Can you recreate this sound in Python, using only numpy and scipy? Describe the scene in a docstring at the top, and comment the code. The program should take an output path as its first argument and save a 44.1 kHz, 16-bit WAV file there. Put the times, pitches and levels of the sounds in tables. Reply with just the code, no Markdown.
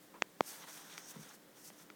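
"""A quiet room, close to a beetle on a piece of bark. Disturbed, it hisses in uneven, breathy pushes:
bright, grainy air with a narrow resonance and, in the last strong push, a faint falling whistle.
Handling of a hand-held camera adds dull rubbing, a scuff, a scrape and three dead knocks on its case,
two sharp and one faint. Light ticks and a soft stumble of bumps on the table ring briefly.
Underneath lies a bed of room air, faint hums and steady appliance tones."""
import sys
import numpy as np
from scipy import signal
from scipy.fft import rfft, irfft
from scipy.io import wavfile
from scipy.ndimage import uniform_filter1d

SR = 44100
rng = np.random.default_rng(int(sys.argv[2]) if len(sys.argv) > 2 else 0)


def store_pcm(level_fs):
    """Save levels as 16-bit WAV."""
    pcm = np.round(np.clip(level_fs, -1, 1) * 32767).astype(np.int16)
    wavfile.write(sys.argv[1], SR, np.atleast_2d(pcm).T)


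N = 85995

# Envelopes of the hiss. Each row: time in seconds, relative level in dB.
FIRST_PUFF = [(0.005, -78), (0.03, -71.5), (0.055, -73), (0.085, -82.5)]
AIR_PUSHES = [
    [(0.42, -71), (0.476, -53.5), (0.494, -53.5), (0.66, -67), (0.686, -60.5), (0.784, -59), (0.836, -68),
     (0.944, -64), (0.968, -71), (0.978, -60), (0.99, -60.5), (1.04, -78), (1.108, -54.5), (1.136, -68.5),
     (1.198, -69), (1.208, -63), (1.322, -70), (1.356, -62), (1.376, -85), (1.39, -81)],
    [(1.53, -92), (1.57, -68), (1.628, -68), (1.654, -58.5), (1.684, -60.5), (1.72, -73.5), (1.734, -71),
     (1.756, -79), (1.764, -72), (1.826, -66), (1.852, -81), (1.87, -76)],
]  # one list per run of pushes
RESONANCE_PUSHES = [
    [(0.42, -65), (0.428, -72), (0.478, -53.5), (0.57, -64), (0.628, -58.5), (0.656, -69), (0.702, -56.5),
     (0.884, -64.5), (0.93, -57.5), (0.97, -63), (0.978, -58), (1.014, -60.5), (1.106, -55), (1.132, -68),
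     (1.234, -61.5), (1.284, -75), (1.29, -60), (1.316, -68), (1.346, -68), (1.39, -93)],
    [(1.53, -91), (1.536, -93), (1.568, -66.5), (1.632, -67), (1.646, -62), (1.688, -58.5), (1.718, -81),
     (1.732, -68), (1.772, -75), (1.786, -64.5), (1.826, -66.5), (1.86, -89), (1.866, -75), (1.87, -76)],
]  # likewise
WHISTLE_ENVELOPE = [(1.635, -74), (1.65, -64.5), (1.662, -68), (1.672, -79)]
# Tone of the hiss. Each row: frequency in Hz, gain in dB.
AIR_EQ = [(1000, -24), (2500, -6), (3600, -12.5), (4600, 0), (6000, -3.5), (7300, 0.5), (8300, 1),
          (9400, 2), (10400, -3), (13500, -0.5), (16000, -6.5), (18000, -20)]
RESONANCE_EQ = [(3000, -43), (4900, -15), (5500, -3.5), (5850, -2), (6150, -5), (6500, -2.5), (7100, -15),
                (8700, -12), (9350, -14.5), (9900, -24.5)]

# Knocks on the case. Each row: start in seconds, gain in dB, contact bandwidth in Hz, crack in dB,
# top of the crack in Hz, full-band splinter in dB, rebound delay in seconds, rebound share.
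KNOCK_HITS = [(0.2222, 2.5, 2600, -12, 7360, -53, 0.00114, 0.24),
              (0.4079, 11.5, 1140, -21.5, 5000, -32, 0.000892, .45),
              (1.7031, -20.5, 1010, -11.5, 4000, -30, 0.00097, 0.33)]
# Body of the case. Each row: frequency in Hz, gain in dB.
CASE_EQ = [(100, -2), (260, 3), (400, 3.5), (700, 3.5), (1100, 3.5), (1600, 2), (2150, 7), (2750, 5),
           (3300, 4.5), (3900, -1), (5500, 0.5), (6700, 5), (8000, -4.5), (16000, -8.5)]

# Envelopes of the handling friction. Each row: time in seconds, relative level in dB.
RUB_ENVELOPE = [(0.42, -69), (0.47, -62), (0.54, -57.5), (0.575, -65), (0.635, -56.5), (0.66, -64.5),
                (0.695, -56.5), (0.728, -64.5), (0.77, -58), (0.83, -63), (0.88, -63.5), (0.93, -62),
                (0.965, -59.5), (1.04, -65.5), (1.10, -61), (1.135, -63), (1.16, -61.5), (1.19, -68.5),
                (1.23, -61.5), (1.34, -65.5), (1.39, -90), (1.52, -84), (1.58, -69.5), (1.63, -74.5),
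                (1.685, -69), (1.73, -76), (1.815, -66), (1.86, -78)]
SCUFF_ENVELOPE = [(0.135, -92), (0.142, -53), (0.16, -53), (0.176, -63), (0.19, -55)]
SCRAPE_ENVELOPE = [(0.885, -79), (0.91, -57), (0.94, -60), (0.96, -75), (0.975, -70)]
# Tone of that friction. Each row: frequency in Hz, gain in dB.
RUB_EQ = [(150, -15), (400, -9), (650, -2), (900, 1), (1150, -0.5), (1500, 1.5), (2100, -3.5), (2700, -7.5),
          (3500, -3), (5000, -13.5), (9000, -38)]
SCUFF_EQ = [(100, -18), (300, 11), (600, -6), (1000, 6.5), (1600, -9.5), (2600, -10.5), (4000, -30),
            (9000, -45)]
SCRAPE_EQ = [(1500, -19), (2300, 3), (2900, -3), (3600, 4), (4300, -1), (5500, -34)]

# Ticks and table bumps. Each row: start in seconds, gain in dB, brightness in dB per octave.
TICK_HITS = [(0.9791, -35, 6), (1.9014, -40.5, 1)]
BUMP_HITS = [(1.1581, -36.5, 1.5), (1.1866, -51.5, -2), (1.2043, -49.5, 0.5)]
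# The modes they ring. Each row: frequency in Hz, gain in dB, time to fall 60 dB in seconds.
TICK_RING = [(326, -6, 0.03), (1360, -2, 0.014), (1970, -5, 0.013), (2320, -3.5, 0.011), (3500, -9, .007),
             (4660, -11, 0.0048), (6200, -10.5, 0.0043)]
TABLE_RING = [(148, -3, 0.15), (214.3, -2, 0.076), (265, -9, 0.062), (428, -9, 0.051), (980, -7.5, 0.016)]

# Tone of the room air. Each row: frequency in Hz, gain in dB.
ROOM_EQ = [(15, -10), (25, -21), (75, -18.5), (148, 1), (264, 1.5), (510, 0.5), (769, -5.5), (1410, -7),
           (1900, -7), (2640, -13.5), (3200, -11), (4700, -14.5), (5100, -13.5), (9320, -15),
           (10700, -17.5), (15300, -15), (17500, -18.5)]
# Wavering room hums. Each row: centre in Hz, half-width in Hz, level in dB.
ROOM_HUMS = [(209.4, 9.2, -75.5), (172, 8.2, -76.5), (410, 11, -81), (524.7, 13, -77.5)]
# Steady appliance tones. Each row: frequency in Hz, level in dB.
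APPLIANCE_TONES = [(301, -71.5), (15000, -80)]

AIR_GAIN_DB, RUB_GAIN_DB, ROOM_DB = 3, 2.5, -62.5
HISS_FLUTTER_HZ = 301.2
WHISTLE_HZ, WHISTLE_FALL_HZ_PER_S, WHISTLE_WAVER_HZ = 5500, 29300, 80
CASE_LOW_HZ, CASE_LAG_HZ, REBOUND_ABOVE_HZ = 208, 1800, 1740
HANDLING_CUT_HZ, TOP_HZ = 142, 17900


def beetle_hiss():
    """Pushes of broad, slightly grainy air, edged by a narrow resonance near 6 kHz."""
    breath = sum(swell(push) for push in [FIRST_PUFF, *AIR_PUSHES])
    air = noise(colour(AIR_EQ)) * breath * undb(AIR_GAIN_DB)
    resonance = noise(colour(RESONANCE_EQ)) * sum(swell(push) for push in RESONANCE_PUSHES)
    return (air + resonance + whistle()) * grain(HISS_FLUTTER_HZ, depth_db=1.13)


def whistle():
    """A faint, wavering tone that dives during the last strong push."""
    age = np.arange(N) / SR - WHISTLE_ENVELOPE[0][0]
    waver_hz = WHISTLE_WAVER_HZ * noise(freqs() < HISS_FLUTTER_HZ)
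    hz = WHISTLE_HZ - WHISTLE_FALL_HZ_PER_S * age + waver_hz
    return unit(np.sin(2 * np.pi * np.cumsum(hz) / SR)) * swell(WHISTLE_ENVELOPE)


def case_knocks():
    """Dead pulses through the case: a shorter contact is brighter, a quick rebound sounds hollow."""
    f = freqs()
    s = 1j * f / CASE_LOW_HZ
    bass_rolloff = s ** 2 / (s ** 2 + np.sqrt(2) * s + 1)
    bass_lag = (CASE_LAG_HZ - 1j * f) / (CASE_LAG_HZ + 1j * f)  # all-pass: the lows arrive late
    case = colour(CASE_EQ) * bass_rolloff * bass_lag
    spectrum = 0
    for start, db, contact_hz, crack_db, crack_hz, splinter_db, delay, share in KNOCK_HITS:
        crack_power = undb(crack_db) ** 2 * power_below(crack_hz, order=7)
        pulse = np.sqrt(power_below(contact_hz, order=4) + crack_power + undb(splinter_db) ** 2)
        rebound = share * (1 - power_below(REBOUND_ABOVE_HZ, order=3)) * np.exp(-2j * np.pi * f * delay)
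        spectrum += undb(db) * pulse * (1 + rebound) * case * np.exp(-2j * np.pi * f * start)
    return low_cut(irfft(spectrum, N), hz=106, order=1)


def rubbing():
    """Rough, dull friction of the handling, with one short scuff and one brighter scrape."""
    rub = noise(colour(RUB_EQ)) * swell(RUB_ENVELOPE) * undb(RUB_GAIN_DB)
    scuff = noise(colour(SCUFF_EQ)) * swell(SCUFF_ENVELOPE)
    scrape = noise(colour(SCRAPE_EQ)) * swell(SCRAPE_ENVELOPE)
    roughness = grain(rate_hz=122.2, depth_db=1.5)
    return low_cut((rub + scuff + scrape) * roughness, HANDLING_CUT_HZ, order=2)


def taps():
    """Light hard ticks and soft bumps on the table: short rings with no deep bass."""
    ticks = sum(undb(db) * ring(start, TICK_RING, tilt) for start, db, tilt in TICK_HITS)
    bumps = sum(undb(db) * ring(start, TABLE_RING, tilt) for start, db, tilt in BUMP_HITS)
    return low_cut(ticks + bumps, HANDLING_CUT_HZ, order=6)


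def room_tone():
    """A bed of still indoor air with faint wavering hums and steady appliance tones."""
    t = np.arange(N) / SR
    hums = sum(undb(db) * noise(1 / (1 + ((freqs() - hz) / width) ** 2)) for hz, width, db in ROOM_HUMS)
    appliances = sum(undb(db) * unit(np.sin(2 * np.pi * hz * t)) for hz, db in APPLIANCE_TONES)
    return undb(ROOM_DB) * noise(colour(ROOM_EQ)) + hums + appliances


def undb(db):
    """Decibels to gain."""
    return 10 ** (np.asarray(db) / 20)


def unit(x):
    """Scale to rms 1."""
    return x / np.sqrt(np.mean(x ** 2))


def freqs():
    """Frequency of each spectrum bin, at least 1 Hz."""
    return np.maximum(np.arange(N // 2 + 1) * SR / N, 1)


def colour(points):
    """EQ curve: gain per bin from (Hz, dB) points."""
    hz, db = np.array(points, float).T
    return undb(np.interp(np.log(freqs()), np.log(hz), db))


def noise(gain):
    """Noise of rms 1, shaped by a gain per bin."""
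    return unit(irfft(rfft(rng.standard_normal(N)) * gain, N))


def swell(points):
    """Envelope from (s, dB) points, fading to silence outside them."""
    times, db = np.array(points, float).T
    t = np.arange(N) / SR
    soft_gate = uniform_filter1d(1. * ((t > times[0]) & (t < times[-1])), size=400)
    return undb(np.interp(t, times, db)) * soft_gate


def grain(rate_hz, depth_db):
    """Quick random flutter in level."""
    steps = rng.standard_normal(N)
    flutter = np.interp(np.arange(N) / SR * rate_hz, np.arange(N), steps)
    return unit(undb(depth_db * flutter))


def ring(start, modes, tilt):
    """Damped modes of alternating sign struck together, tilted in dB per octave about 2 kHz."""
    age = np.maximum(np.arange(N) / SR - start, 0)
    ringing = 0
    for k, (hz, db, t60) in enumerate(modes):
        gain = (-1) ** k * undb(db + tilt * np.log2(hz / 2000))
        ringing += gain * np.sin(2 * np.pi * hz * age) * np.exp(-np.log(1000) * age / t60)
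    return ringing


def power_below(hz, order):
    """Power per bin that a low-pass lets through."""
    return 1 / (1 + (freqs() / hz) ** (2 * order))


def low_cut(x, hz, order):
    """High-pass that thins out the bass."""
    return signal.sosfilt(signal.butter(order, hz, "high", fs=SR, output="sos"), x)


def scene():
    """Beetle, handling and room tone in one mono mix."""
    return (beetle_hiss() + rubbing() + case_knocks() + taps() + room_tone())[None]


def record(dry):
    """A steep low-pass trims the very top."""
    return signal.sosfilt(signal.ellip(10, .2, 70, TOP_HZ, fs=SR, output="sos"), dry)


dry = scene()
out = record(dry)
store_pcm(out)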